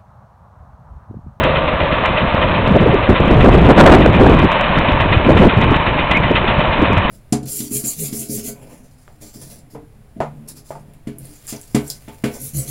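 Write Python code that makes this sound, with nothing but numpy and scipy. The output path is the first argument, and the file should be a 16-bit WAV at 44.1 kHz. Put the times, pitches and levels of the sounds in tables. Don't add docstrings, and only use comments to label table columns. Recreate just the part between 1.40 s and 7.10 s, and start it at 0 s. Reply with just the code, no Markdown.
import sys
import numpy as np
from scipy import signal
from scipy.fft import rfft, irfft
from scipy.io import wavfile

SR = 44100
rng = np.random.default_rng(int(sys.argv[2]) if len(sys.argv) > 2 else 0)


def store_pcm(level_fs):
    pcm = np.round(np.clip(level_fs, -1, 1) * 32767).astype(np.int16)
    wavfile.write(sys.argv[1], SR, np.atleast_2d(pcm).T)


N = 251370
T = np.arange(N) / SR
HZ = np.maximum(np.arange(N // 2 + 1) * SR / N, 1)

# (time [s], firing rate [Hz])
FIRING_RATE = [(0, 152.3), (1.2, 152), (2.7, 150), (3.5, 148.5), (4.4, 147.6), (5.7, 147.6)]
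# (time [s], rattle level [dB], side turned to the microphone [0-1])
MACHINE_RUN = [(0, -16, 0.1), (.3, -18, 0.06), (.7, -17.5, 0.44), (1.1, -17, 0.3), (1.5, -18.5, 0.3),
               (2.1, -18, 0.33), (2.7, -17.5, 0.6), (3.2, -15.5, 0.8), (3.8, -18.5, 0.69),
               (4.4, -17.5, 0.98), (4.65, -20, 1), (5.2, -17, 0.67), (5.7, -18, 0.89)]
# (multiple of the firing rate, level from behind [dB], level from the side [dB])
EXHAUST_TONES = [(.5, -38.5, -32.5), (1, -31.5, -36.5), (2, -37.5, -38.5), (3, -45.5, -49.5), (4, -27, -34),
                 (6, -41.5, -35.5), (7, -42, -35)]
# (pitch [Hz], level from behind [dB], level from the side [dB])
GEAR_WHINES = [(1168, -35, -48), (1335, -44, -40), (1733, -43, -52), (2051, -41, -50), (2168, -55, -38),
               (2364, -50, -39), (2444, -41, -48), (2939, -54, -42), (3585, -56, -48)]
# (frequency [Hz], relative level [dB])
RATTLE_COLOUR = [(30, -22), (90, -18), (160, 6.5), (280, -10.5), (410, -6), (700, 1.5), (820, -2),
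                 (1250, -1.5), (1550, -1.5), (2500, -5), (3100, -8), (3350, -9), (3750, -11), (4300, -20.5)]
# (frequency [Hz], width [Hz], boost [dB])
REAR_RINGS = [(527, 67, 15.5), (622, 51, 13), (980, 140, 8.5), (1178, 63, 9), (1900, 57, 2), (2640, 86, 6)]
SIDE_RINGS = [(570, 140, 8.1), (902, 70, 11.3), (1049, 190, 9.4), (1820, 150, 3.5), (2160, 27, 3.4),
              (2470, 290, 6.7), (2986, 73, 8.2)]

# (time [s], wind strength [dB])
LIGHT_AIR = [(0, -17), (.25, -20), (.75, -21), (1.1, -17), (3.15, -21.5), (3.7, -15.5), (4.6, -20),
             (4.85, -16.5), (5.05, -19), (5.7, -17.5)]
# (time of full strength [s], hold [s], wind strength [dB])
GUST_TIMES = [(1.306, .27, -13), (1.685, 0.039, -7.5), (1.81, 1.25, -10), (2.009, 0.16, -4.5),
              (2.259, .06, -3), (2.385, 0.17, 1.5), (2.569, 0.079, -7), (2.779, .14, -4.5),
              (3.848, .22, -8), (4.005, 0.068, -5), (4.165, 0.15, -11)]
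GUST_ATTACK_S, GUST_RELEASE_S = .018, .035
# (frequency [Hz], relative level [dB])
RUMBLE_COLOUR = [(12, -5), (25, 2), (55, 3), (110, 2.5), (190, 0), (300, -3.5), (450, -8.5), (700, -18.5),
                 (1100, -30.5), (2000, -37.5), (4000, -62.5)]
# (frequency [Hz], relative level [dB])
ROAR_COLOUR = [(100, -8.5), (300, -0.5), (480, -2), (750, -4.5), (1200, -14.5), (2000, -24), (4000, -55.5)]

FIRST_CLASH_S, TURN_S = .035, .1231
CLASH_STRENGTHS = [-15.5, -18.5, -19.5, -19, -18.5, -17.5, -15, -21.5]
CLASH_SLACK_S, CLASH_SCATTER_DB = .0015, 0.07
# (time [s], relative gain [dB])
DRIVE_FORCE = [(0, -2), (.75, 0), (1.45, -4.5), (2.0, -1), (2.55, -1.5), (2.95, -3), (3.45, 1), (4.3, 0),
               (4.95, 1.5), (5.7, -3.5)]
# (frequency [Hz], relative level [dB])
CLASH_TONE = [(200, -28), (600, 8.5), (820, 2), (1080, 7), (1500, 0.5), (2050, 6), (2250, -4), (2550, 2),
              (3050, 2), (3350, -4), (3700, -9), (4300, -13)]
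# (frequency [Hz], width [Hz], boost [dB])
CLASHING_PARTS = [(990, 84, 5), (1345, 30, 9), (2014, 70, 3), (2430, 210, 7.5), (3064, 69, 3.5),
                  (3600, 210, 7.5)]

# (time [s], relative level [dB], middle pitch [Hz], length [s])
LOUD_BUFFETS = [(0.053, -10, 200.3, 0.016), (0.095, -13, 101, 0.018), (0.838, -7.5, 199.6, 0.014),
                (0.947, -2.5, 240, 0.0041), (1.315, -0.5, 198.7, 0.0093), (1.366, 2.5, 380, 0.0077),
                (1.427, -1, 220, 0.0038), (1.464, 3, 300, 0.0025), (1.544, -0.5, 290, 0.0077),
                (1.695, 4.5, 338, 0.0028), (1.804, 0, 315, 0.0036), (2.083, 8, 350.3, 0.01),
                (2.378, 3, 450, 0.0039), (2.466, 6, 621, 0.0042), (2.663, 10.5, 448, 0.0023),
                (2.817, 3, 380, 0.0079), (3.046, 0, 262.3, 0.0072), (3.377, -4.5, 170, 0.01),
                (3.492, -5.5, 200, 0.0071), (3.773, 2.5, 70.1, 0.0057), (3.898, 2.5, 420, 0.008),
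                (4.176, 1.5, 139, 0.005), (4.316, -3, 150.1, 0.012), (4.913, -2, 331, 0.0066),
                (5.047, -7, 298.1, 0.0039), (5.187, -5, 189, 0.0095), (5.427, -2, 290, 0.0063),
                (5.584, -6.5, 95.7, 0.016)]
CHANCE_PER_S, CHANCE_DB, CHANCE_HZ, CHANCE_GUST_DB = 13, -1.5, 250.6, -7
CHANCE_LENGTH_S, CHANCE_GROWTH_DB_PER_DB, CHANCE_OCTAVES_PER_DB = 0.0049, 1.09, 0.17

# (time [s], level [dB], length [s])
PANEL_JOLTS = [(0.085, -19, 0.044), (0.445, -16, 0.017), (5.176, -19.5, 0.028)]
# (frequency [Hz], relative level [dB])
PANEL_COLOUR = [(300, -25.5), (480, -9), (560, 0), (610, -10.5), (720, -14), (1200, -33.5)]
# (time [s], pitch [Hz], relative level [dB], length [s])
JOINT_SQUEAKS = [(4.756, 2170, -13, .006), (4.772, 2350, -11.5, .008), (4.962, 3020, -18, .008),
                 (4.969, 3630, -23, .006)]

BAND_HZ, CEILING, TOP_HZ = 4250, .71, 15800
# (frequency [Hz], gain [dB])
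CAMERA_RESPONSE = [(3000, 0.5), (3900, 0), (4700, -6.5), (6300, -5.5), (8000, -2), (10000, -6),
                   (15000, -6.5)]


def undb(db):
    return 10 ** (np.asarray(db) / 20)


def unit(x):
    return x / np.sqrt(np.mean(x ** 2))


def curves(table):
    s, *columns = np.transpose(table)
    return [np.interp(T, s, column) for column in columns]


def response(points):
    hz, db = np.transpose(points)
    return undb(np.interp(np.log(HZ), np.log(hz), db))


def colour(x, points, resonances=()):
    lift = 0
    for hz, width, peak_db in resonances:
        lift = lift + (undb(peak_db) - 1) / (1 + (2 * (HZ - hz) / width) ** 2)
    return unit(irfft(rfft(x) * response(points) * (1 + lift), N))


def walk(rate):
    noise = rng.standard_normal(N)
    return unit(irfft(rfft(noise) * np.exp(-(HZ / rate) ** 2), N))


def swell(s, length):
    return np.exp(-np.minimum(((T - s) / length) ** 2 / 2, 50))


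def turns(hz):
    return 2 * np.pi * np.cumsum(hz) / SR


def grains(per_s):
    return (rng.random(N) < per_s / SR) * rng.standard_normal(N)


def engine(firing_hz, side, waver_db=2):
    phase = turns(firing_hz * (1 + 0.0051 * walk(16)))
    drone = 0
    for multiple, rear_db, side_db in EXHAUST_TONES:
        db = rear_db + side * (side_db - rear_db) + waver_db * walk(6.2)
        start_phase = 2 * np.pi * rng.random()
        drone = drone + undb(db) * np.sin(multiple * phase + start_phase)
    return drone


def gears(side):
    whine = 0
    for hz, rear_db, side_db in GEAR_WHINES:
        db = rear_db + side * (side_db - rear_db) + 1.4 * walk(20)
        whine = whine + undb(db) * np.sin(turns(hz + 14 * walk(43.6)))
    return whine


def rattle(side, firing_hz, knock=0.04, flutter_db=0.86):
    knocking = 1 + knock * np.cos(turns(firing_hz))
    shaking = grains(per_s=9000) * knocking * undb(flutter_db * walk(37))
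    from_behind = colour(shaking, RATTLE_COLOUR, REAR_RINGS)
    from_side = colour(shaking, RATTLE_COLOUR, SIDE_RINGS)
    return (1 - side) * from_behind + side * from_side


def airflow():
    breeze_db, = curves(LIGHT_AIR)
    flow = undb(breeze_db)
    for start, hold, db in GUST_TIMES:
        corners = [start - GUST_ATTACK_S, start, start + hold, start + hold + GUST_RELEASE_S]
        gust = undb(db) * np.interp(T, corners, [0, 1, 1, 0])
        flow = np.maximum(flow, gust)
    return 20 * np.log10(flow)


def wind(gust_db, bright_per_db=0.67, bright_from_db=-7, flutter_db=3.0, chop_db=4.0):
    rumble = colour(rng.standard_normal(N), RUMBLE_COLOUR)
    roar = colour(rng.standard_normal(N), ROAR_COLOUR)
    roar_db = -6.5 + bright_per_db * (gust_db - bright_from_db) + chop_db * walk(60)
    wind_db = gust_db - 2.0 + flutter_db * walk(45)
    return undb(wind_db) * (rumble + undb(roar_db) * roar)


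def clashes(rise_s=0.0052, fall_s=0.017, tail_s=0.05, tail_share=0.46):
    beats = np.arange(FIRST_CLASH_S, T[-1], TURN_S)
    drive_db, = curves(DRIVE_FORCE)
    force = np.zeros(N)
    for turn, (late, harder) in enumerate(rng.standard_normal((len(beats), 2))):
        since = T - beats[turn] - CLASH_SLACK_S * late
        db = CLASH_STRENGTHS[turn % len(CLASH_STRENGTHS)] + CLASH_SCATTER_DB * harder
        rise = np.exp(np.minimum(since, 0) / rise_s)
        after = np.maximum(since, 0)
        fall = (1 - tail_share) * np.exp(-after / fall_s) + tail_share * np.exp(-after / tail_s)
        force += undb(db) * rise * fall
    impacts = colour(grains(per_s=16000), CLASH_TONE, CLASHING_PARTS)
    return undb(2.5 + drive_db) * force * impacts


def buffets(gust_db):
    unsteady = 1 + .6 * np.tanh(walk(260))
    loud = 0
    for s, db, hz, length in LOUD_BUFFETS:
        loud = loud + undb(db) * swell(s, length) * np.sin(turns(hz * unsteady))
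    arrivals = (np.arange(120) + rng.random(120)) / CHANCE_PER_S
    passing = sum(swell(s, CHANCE_LENGTH_S) for s in arrivals if s < T[-1])
    excess_db = gust_db - CHANCE_GUST_DB
    chance_hz = CHANCE_HZ * 2 ** (CHANCE_OCTAVES_PER_DB * excess_db) * unsteady
    chance_db = CHANCE_DB + CHANCE_GROWTH_DB_PER_DB * excess_db
    by_chance = undb(chance_db) * passing * np.sin(turns(chance_hz))
    return undb(-3.5) * loud + by_chance


def jolts():
    shake = sum(undb(db) * swell(s, length) for s, db, length in PANEL_JOLTS)
    return shake * colour(grains(per_s=14000), PANEL_COLOUR)


def squeaks():
    squeaking = 0
    for s, hz, db, length in JOINT_SQUEAKS:
        grip = np.tanh(2 * walk(170))
        tone = np.sqrt(2) * np.sin(2 * np.pi * hz * T)
        squeaking = squeaking + undb(db) * swell(s, length) * grip * tone
    return squeaking


def scene():
    firing_hz, = curves(FIRING_RATE)
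    rattle_db, side = curves(MACHINE_RUN)
    side = np.clip(side, 0, 1)
    gust_db = airflow()
    running = engine(firing_hz, side) + gears(side) + undb(rattle_db) * rattle(side, firing_hz)
    air = wind(gust_db) + buffets(gust_db)
    mix = running + air + clashes() + jolts() + squeaks()
    return mix[None]


def record(dry):
    narrow_filter = signal.butter(16, BAND_HZ, fs=SR, output="sos")
    narrow = signal.sosfiltfilt(narrow_filter, dry)
    clipped = np.clip(narrow, -CEILING, CEILING)
    dulled = irfft(rfft(clipped) * response(CAMERA_RESPONSE), N)
    top_filter = signal.ellip(8, .05, 50, TOP_HZ, fs=SR, output="sos")
    return signal.sosfiltfilt(top_filter, dulled)


dry = scene()
out = record(dry)
store_pcm(out)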